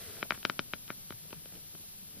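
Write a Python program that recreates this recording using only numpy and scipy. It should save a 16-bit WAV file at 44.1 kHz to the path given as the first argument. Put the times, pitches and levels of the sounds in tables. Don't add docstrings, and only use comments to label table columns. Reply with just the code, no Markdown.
import sys
import numpy as np
from scipy import signal
from scipy.fft import rfft, irfft
from scipy.io import wavfile

SR = 44100
rng = np.random.default_rng(int(sys.argv[2]) if len(sys.argv) > 2 else 0)


def transcribe(u):
    v = np.clip(np.atleast_2d(u).T, -1, 1)
    q = np.round(v * 32767).astype(np.int16)
    wavfile.write(sys.argv[1], SR, q)


N = 97020
T = np.arange(N) / SR
HZ = np.maximum(np.fft.rfftfreq(N, 1 / SR), 1)

# (pitch [Hz], width [Hz], level [dB])
SNAP_RINGING = [(3023, 465, -2.5), (3700, 495, -3.3), (5170, 760, 1.5)]


def from_db(db):
    return 10 ** (np.asarray(db) / 20)


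def rms_one(x):
    return x / np.sqrt(np.mean(x ** 2) + 1e-20)


def at_hz(points):
    hz, value = np.transpose(points)
    return np.interp(np.log(HZ), np.log(hz), value)


def pan(right_db):
    return from_db([[0], [right_db]])


def cut(x, hz, kind, order=2):
    sections = signal.butter(order, min(hz, .45 * SR), kind, fs=SR, output="sos")
    return signal.sosfilt(sections, x + 1e-18)


def colour(x, spectrum):
    shaped = rfft(x) * from_db(at_hz(spectrum))
    return rms_one(irfft(shaped, N))


def stereo_noise(likeness):
    mid, side = rfft(rng.standard_normal((2, N)))
    likeness = np.clip(likeness, -.99, .99)
    shared = np.sqrt((1 + likeness) / 2) * mid
    opposed = np.sqrt((1 - likeness) / 2) * side * [[1], [-1]]
    return irfft(shared + opposed, N)


def drift(rate):
    smooth = rfft(rng.standard_normal(N)) / (1 + (HZ / rate) ** 2)
    return rms_one(irfft(smooth, N))


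def delayed(x, seconds):
    return np.interp(T - seconds, T, x, left=0, right=0)


def ring(strikes, modes):
    vary_db, size = .9, 2048
    out = np.zeros(N)
    impulse = np.eye(1, size)[0]
    for s, level_db, top_hz, factor in strikes:
        contact = cut(impulse, top_hz, "low", order=4)
        i = int(s * SR)
        for k, (hz, width, db) in enumerate(modes):
            r = np.exp(-np.pi * width * factor / SR)
            w = 2 * np.pi * hz * factor / SR
            sign = (-1) ** k
            gain = sign * from_db(level_db + db + vary_db * rng.standard_normal())
            tone = signal.lfilter([.5, 0, -.5], [1, -2 * r * np.cos(w), r * r], contact)
            out[i:i + size] += gain * tone
    return out


def rumble():
    # (frequency [Hz], level [dB])
    rumble_colour = [(20, 6), (45, -16), (70, 6), (120, 3.5), (180, 7), (230, -0.5), (310, -8.5), (420, -8),
                     (700, -14), (1500, -19), (4000, -19), (15000, -25)]
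    noise = stereo_noise(.75)
    return from_db(-59.5) * pan(right_db=-3) * colour(noise, rumble_colour)


def hiss():
    # (frequency [Hz], level [dB])
    hiss_colour = [(100, 2), (1000, -9.5), (2000, -10), (3200, -3), (4500, -1.5), (6000, -2), (7500, -6),
                   (10000, -2), (11500, 2.5), (15500, 1)]
    # (frequency [Hz], likeness [1])
    hiss_likeness = [(500, -0.31), (2400, 0.21), (4400, -0.39), (7500, -1.15), (11500, -0.66),
                     (15000, -0.76)]
    # (time [s], level [dB])
    hiss_level = [(0, 4), (.3, 3), (.6, 0.5), (1.0, 2), (1.4, 0.4), (1.8, 1.5), (2.2, 0)]
    base_db = -49
    level_db = base_db + np.interp(T, *np.transpose(hiss_level))
    noise = stereo_noise(at_hz(hiss_likeness))
    return from_db(level_db) * pan(right_db=-0.2) * colour(noise, hiss_colour)


def hum():
    hum_hz, hum_db, waver_db = 153.8, -67.5, 3.0
    level = from_db(hum_db + waver_db * drift(1.2))
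    phase = 2 * np.pi * hum_hz * T + .5 * drift(2.7)
    return pan(right_db=-50) * level * np.sqrt(2) * np.sin(phase)


def whines():
    whine_pitches = [11042.5, 12752.8]
    # (left level [dB], right level [dB])
    whine_levels = [(-53.6, -58.5), (-54.2, -60.5)]
    out = np.zeros((2, N))
    for hz, (left_db, right_db) in zip(whine_pitches, whine_levels):
        gains = from_db([[left_db], [right_db]]) * [[1], [-1]]
        out += gains * np.sqrt(2) * np.sin(2 * np.pi * hz * T)
    return out


def fleece():
    # (time [s], level [dB])
    rub_level = [(0, -51), (.1, -50.5), (.2, -53.5), (.29, -71), (.35, -49), (.41, -75), (.52, -60.5),
                 (.68, -69), (1.0, -81), (1.35, -58.5), (1.44, -70.5), (1.56, -57.5), (1.66, -87),
                 (2.2, -62)]
    # (frequency [Hz], level [dB])
    rub_colour = [(30, -14), (80, 4), (200, 1), (300, -7.5), (440, 0.5), (560, -6.5), (660, -1.5),
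                  (850, -14.5), (1150, -10.5), (1450, -6), (2000, -7), (3200, -8), (5000, -9.5),
                  (7000, -21.5), (9000, -10), (15000, -18)]
    fibres_per_s, spread_db, fibre_db = 2100, 3, -3
    snaps = rng.random(N) < fibres_per_s / SR
    sizes = from_db(spread_db * np.minimum(rng.exponential(1, N), 4))
    fibres = snaps * sizes * rng.choice([-1, 1], N)
    noise = stereo_noise(likeness=0.49) + from_db(fibre_db) * rms_one(fibres)
    level_db = np.interp(T, *np.transpose(rub_level))
    return pan(right_db=-1.0) * colour(noise, rub_colour) * from_db(level_db)


def squeak():
    # (time [s], pitch [Hz], level [dB])
    squeak_path = [(.045, 515, -76), (.065, 470, -56), (0.086, 429, -55.5), (.105, 417, -53),
                   (.12, 398, -70)]
    rough, flutter_hz = 0.17, 60
    s, hz, db = np.transpose(squeak_path)
    phase = 2 * np.pi * np.cumsum(np.interp(T, s, hz)) / SR + rough * drift(flutter_hz)
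    level = np.interp(T, s, from_db(db), left=0, right=0) * (1 + rough * drift(flutter_hz))
    return pan(right_db=-12.5) * level * np.sqrt(2) * np.sin(phase)


def shifts():
    # (time of peak [s], width of swell [s], level [dB], pitch [Hz])
    pats = [(.107, 0.01, -55, 179), (.186, 0.0072, -55, 610), (.256, 0.0039, -54, 583),
            (0.343, 0.014, -52.5, 1450), (0.905, 0.016, -52.5, 1700), (1.332, 0.0044, -49.5, 570),
            (.68, 0.014, -55, 115), (1.14, 0.018, -55, 101), (1.256, 0.0022, -53.5, 438),
            (1.38, 0.017, -52, 131), (1.458, 0.0044, -56, 470), (1.526, 0.0046, -61, 560),
            (1.551, 0.014, -54, 152), (1.565, 0.02, -58.5, 384), (1.578, 0.022, -61.5, 75),
            (1.749, 0.0092, -57.5, 378), (1.751, 0.0054, -50.5, 161), (1.803, 0.0058, -56, 310),
            (1.84, 0.0074, -61.5, 555), (2.03, 0.0036, -57, 180), (2.176, .02, -52.5, 171),
            (2.18, 0.034, -58, 337)]
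    width_octaves = .7
    half = 2 ** (width_octaves / 2)
    out = np.zeros((2, N))
    for s, width, db, hz in pats:
        bass_removed = cut(stereo_noise(likeness=0.52), hz / half, "high")
        band = rms_one(cut(bass_removed, hz * half, "low", order=4))
        swell = np.exp(-.5 * ((T - s) / width) ** 2)
        out += from_db(db) * swell * band
    return pan(right_db=-3) * out


def crackle(s, snap_db, count):
    from_s, to_s, crackle_db, top_hz = 0.0026, 0.0072, -20.5, 5000
    lag, size = rng.random((len(s), 2, count)).transpose(1, 0, 2)
    when = s[:, None] + from_s + (to_s - from_s) * lag
    level_db = snap_db[:, None] + crackle_db + 20 * np.log10(.5 + size)
    strikes = [(t, db, top_hz, 1) for t, db in zip(when.flat, level_db.flat)]
    return ring(strikes, SNAP_RINGING)


def snout():
    # (time [s], low thump level [dB],
    # middle knock level [dB], bright snap level [dB], sharpness of contact [Hz],
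    # thump pitch [Hz], knock pitch [Hz], snap pitch [Hz])
    click_list = [(0.169, -47, -42, -48, 3800, 115, 1470, 3000),
                  (0.2102, -50, -43, -46, 2600, 120, 1470, 3000),
                  (0.2202, -56, -45, -38, 4000, 112, 1470, 3000),
                  (0.2281, -29.5, -16, -20.5, 3140, 106, 1360, 3120),
                  (0.3070, -29.5, -13, -19.5, 4350, 118, 1385, 3000),
                  (0.3207, -32, -21.5, -26.5, 3040, 93, 1390, 2970),
                  (.3470, -55, -46, -38, 3800, 117, 1470, 3000),
                  (0.3763, -44, -42, -43, 2300, 116, 1500, 3000),
                  (0.4296, -50, -37, -29.5, 3080, 116, 1550, 3000),
                  (0.4513, -25.5, -13, -13.5, 4200, 112, 1380, 3000),
                  (0.4982, -29.5, -17.5, -16, 3750, 110, 1320, 3040),
                  (0.5927, -27, -17, -14, 3580, 103, 1354, 2980),
                  (0.7357, -29, -19, -17.5, 3030, 105, 1375, 3130),
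                  (0.8795, -47.5, -48, -34.5, 3750, 104, 1470, 2960),
                  (0.9032, -32.5, -22.5, -25, 2960, 100, 1354, 3130),
                  (1.1060, -32, -30.5, -34.5, 3860, 109, 1330, 3100),
                  (1.1237, -48, -36, -37, 3240, 118, 1330, 3000),
                  (1.3073, -46.5, -48, -39, 3700, 119, 1520, 2980),
                  (1.3289, -34, -34.5, -28.5, 3530, 125, 1370, 2780),
                  (1.4577, -52, -44.5, -40, 4200, 180, 1420, 3000),
                  (1.5234, -49.5, -48, -46, 3000, 136, 1390, 3000),
                  (1.554, -52, -51, -38, 3660, 128.4, 1470, 2920),
                  (1.7511, -47, -45, -35.5, 2620, 96, 1520, 3130)]
    # (pitch [Hz], width [Hz], level [dB])
    thump_modes = [(99, 137, -4.5), (160, 396, 5), (440, 154, -12.5)]
    knock_modes = [(603, 175, -11.5), (1400, 430, 3), (2305, 457, -0.06)]
    # (delay [s], level [dB])
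    near_echoes = [(.00127, -13.5), (.005, -28)]
    added_thump_db, added_knock_db, added_snap_db, added_crack_db = 6.5, 0.5, 3, -8
    snap_lead_s, thump_lag_s = .00057, 0.00035
    s, thump_db, knock_db, snap_db, top_hz, thump_hz, knock_hz, snap_hz = np.transpose(click_list)

    thump_factor = thump_hz / thump_modes[0][0]
    thump = ring(zip(s + thump_lag_s, thump_db + added_thump_db, top_hz, thump_factor), thump_modes)
    thump = cut(thump, 65, "high")

    knock_factor = knock_hz / knock_modes[1][0]
    knock = ring(zip(s, knock_db + added_knock_db, top_hz, knock_factor), knock_modes)

    snap_s = s - snap_lead_s
    snap_factor = snap_hz / SNAP_RINGING[0][0]
    snap = ring(zip(snap_s, snap_db + added_snap_db, top_hz, snap_factor), SNAP_RINGING)
    snap = -cut(snap, 6900, "low", order=6)
    # one mode (Hz, width Hz, dB) at the same pitch every time
    crack_modes = [(9600, 2800, 0)]
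    snap += ring(zip(snap_s, snap_db + added_crack_db, 2 * top_hz, np.ones(len(s))), crack_modes)
    snap += crackle(s, snap_db, count=5)

    out = pan(right_db=-1) * thump
    for part, right_db in ((knock, -5.5), (snap, -12)):
        echoes = sum(from_db(db) * delayed(part, lag) for lag, db in near_echoes)
        out = out + pan(right_db) * (part + echoes)
    return out


def tail(x, t60, db, top_hz):
    t = T[:SR // 2]
    noise = cut(rng.standard_normal((2, len(t))), top_hz, "low")
    echoes = noise * from_db(-60 * t / t60) * (1 - np.exp(-t / 0.0006))
    echoes /= np.sqrt(np.sum(echoes ** 2, axis=1, keepdims=True))
    return from_db(db) * signal.fftconvolve(x, echoes, axes=1)[:, :N]


def room(x):
    scatter = tail(x, t60=0.013, db=-17, top_hz=5070)
    short_tail = tail(x, t60=0.092, db=-24, top_hz=3580)
    boom = tail(x, t60=0.42, db=-24.5, top_hz=260)
    return scatter + short_tail + boom


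def scene():
    background = rumble() + hiss() + hum() + whines()
    blanket = fleece() + squeak() + shifts()
    clicks = snout()
    return background + blanket + clicks + room(clicks)


def record(dry):
    cutoff_hz = 15500
    return signal.sosfilt(signal.ellip(12, .1, 70, cutoff_hz, fs=SR, output="sos"), dry)


dry = scene()
out = record(dry)
transcribe(out)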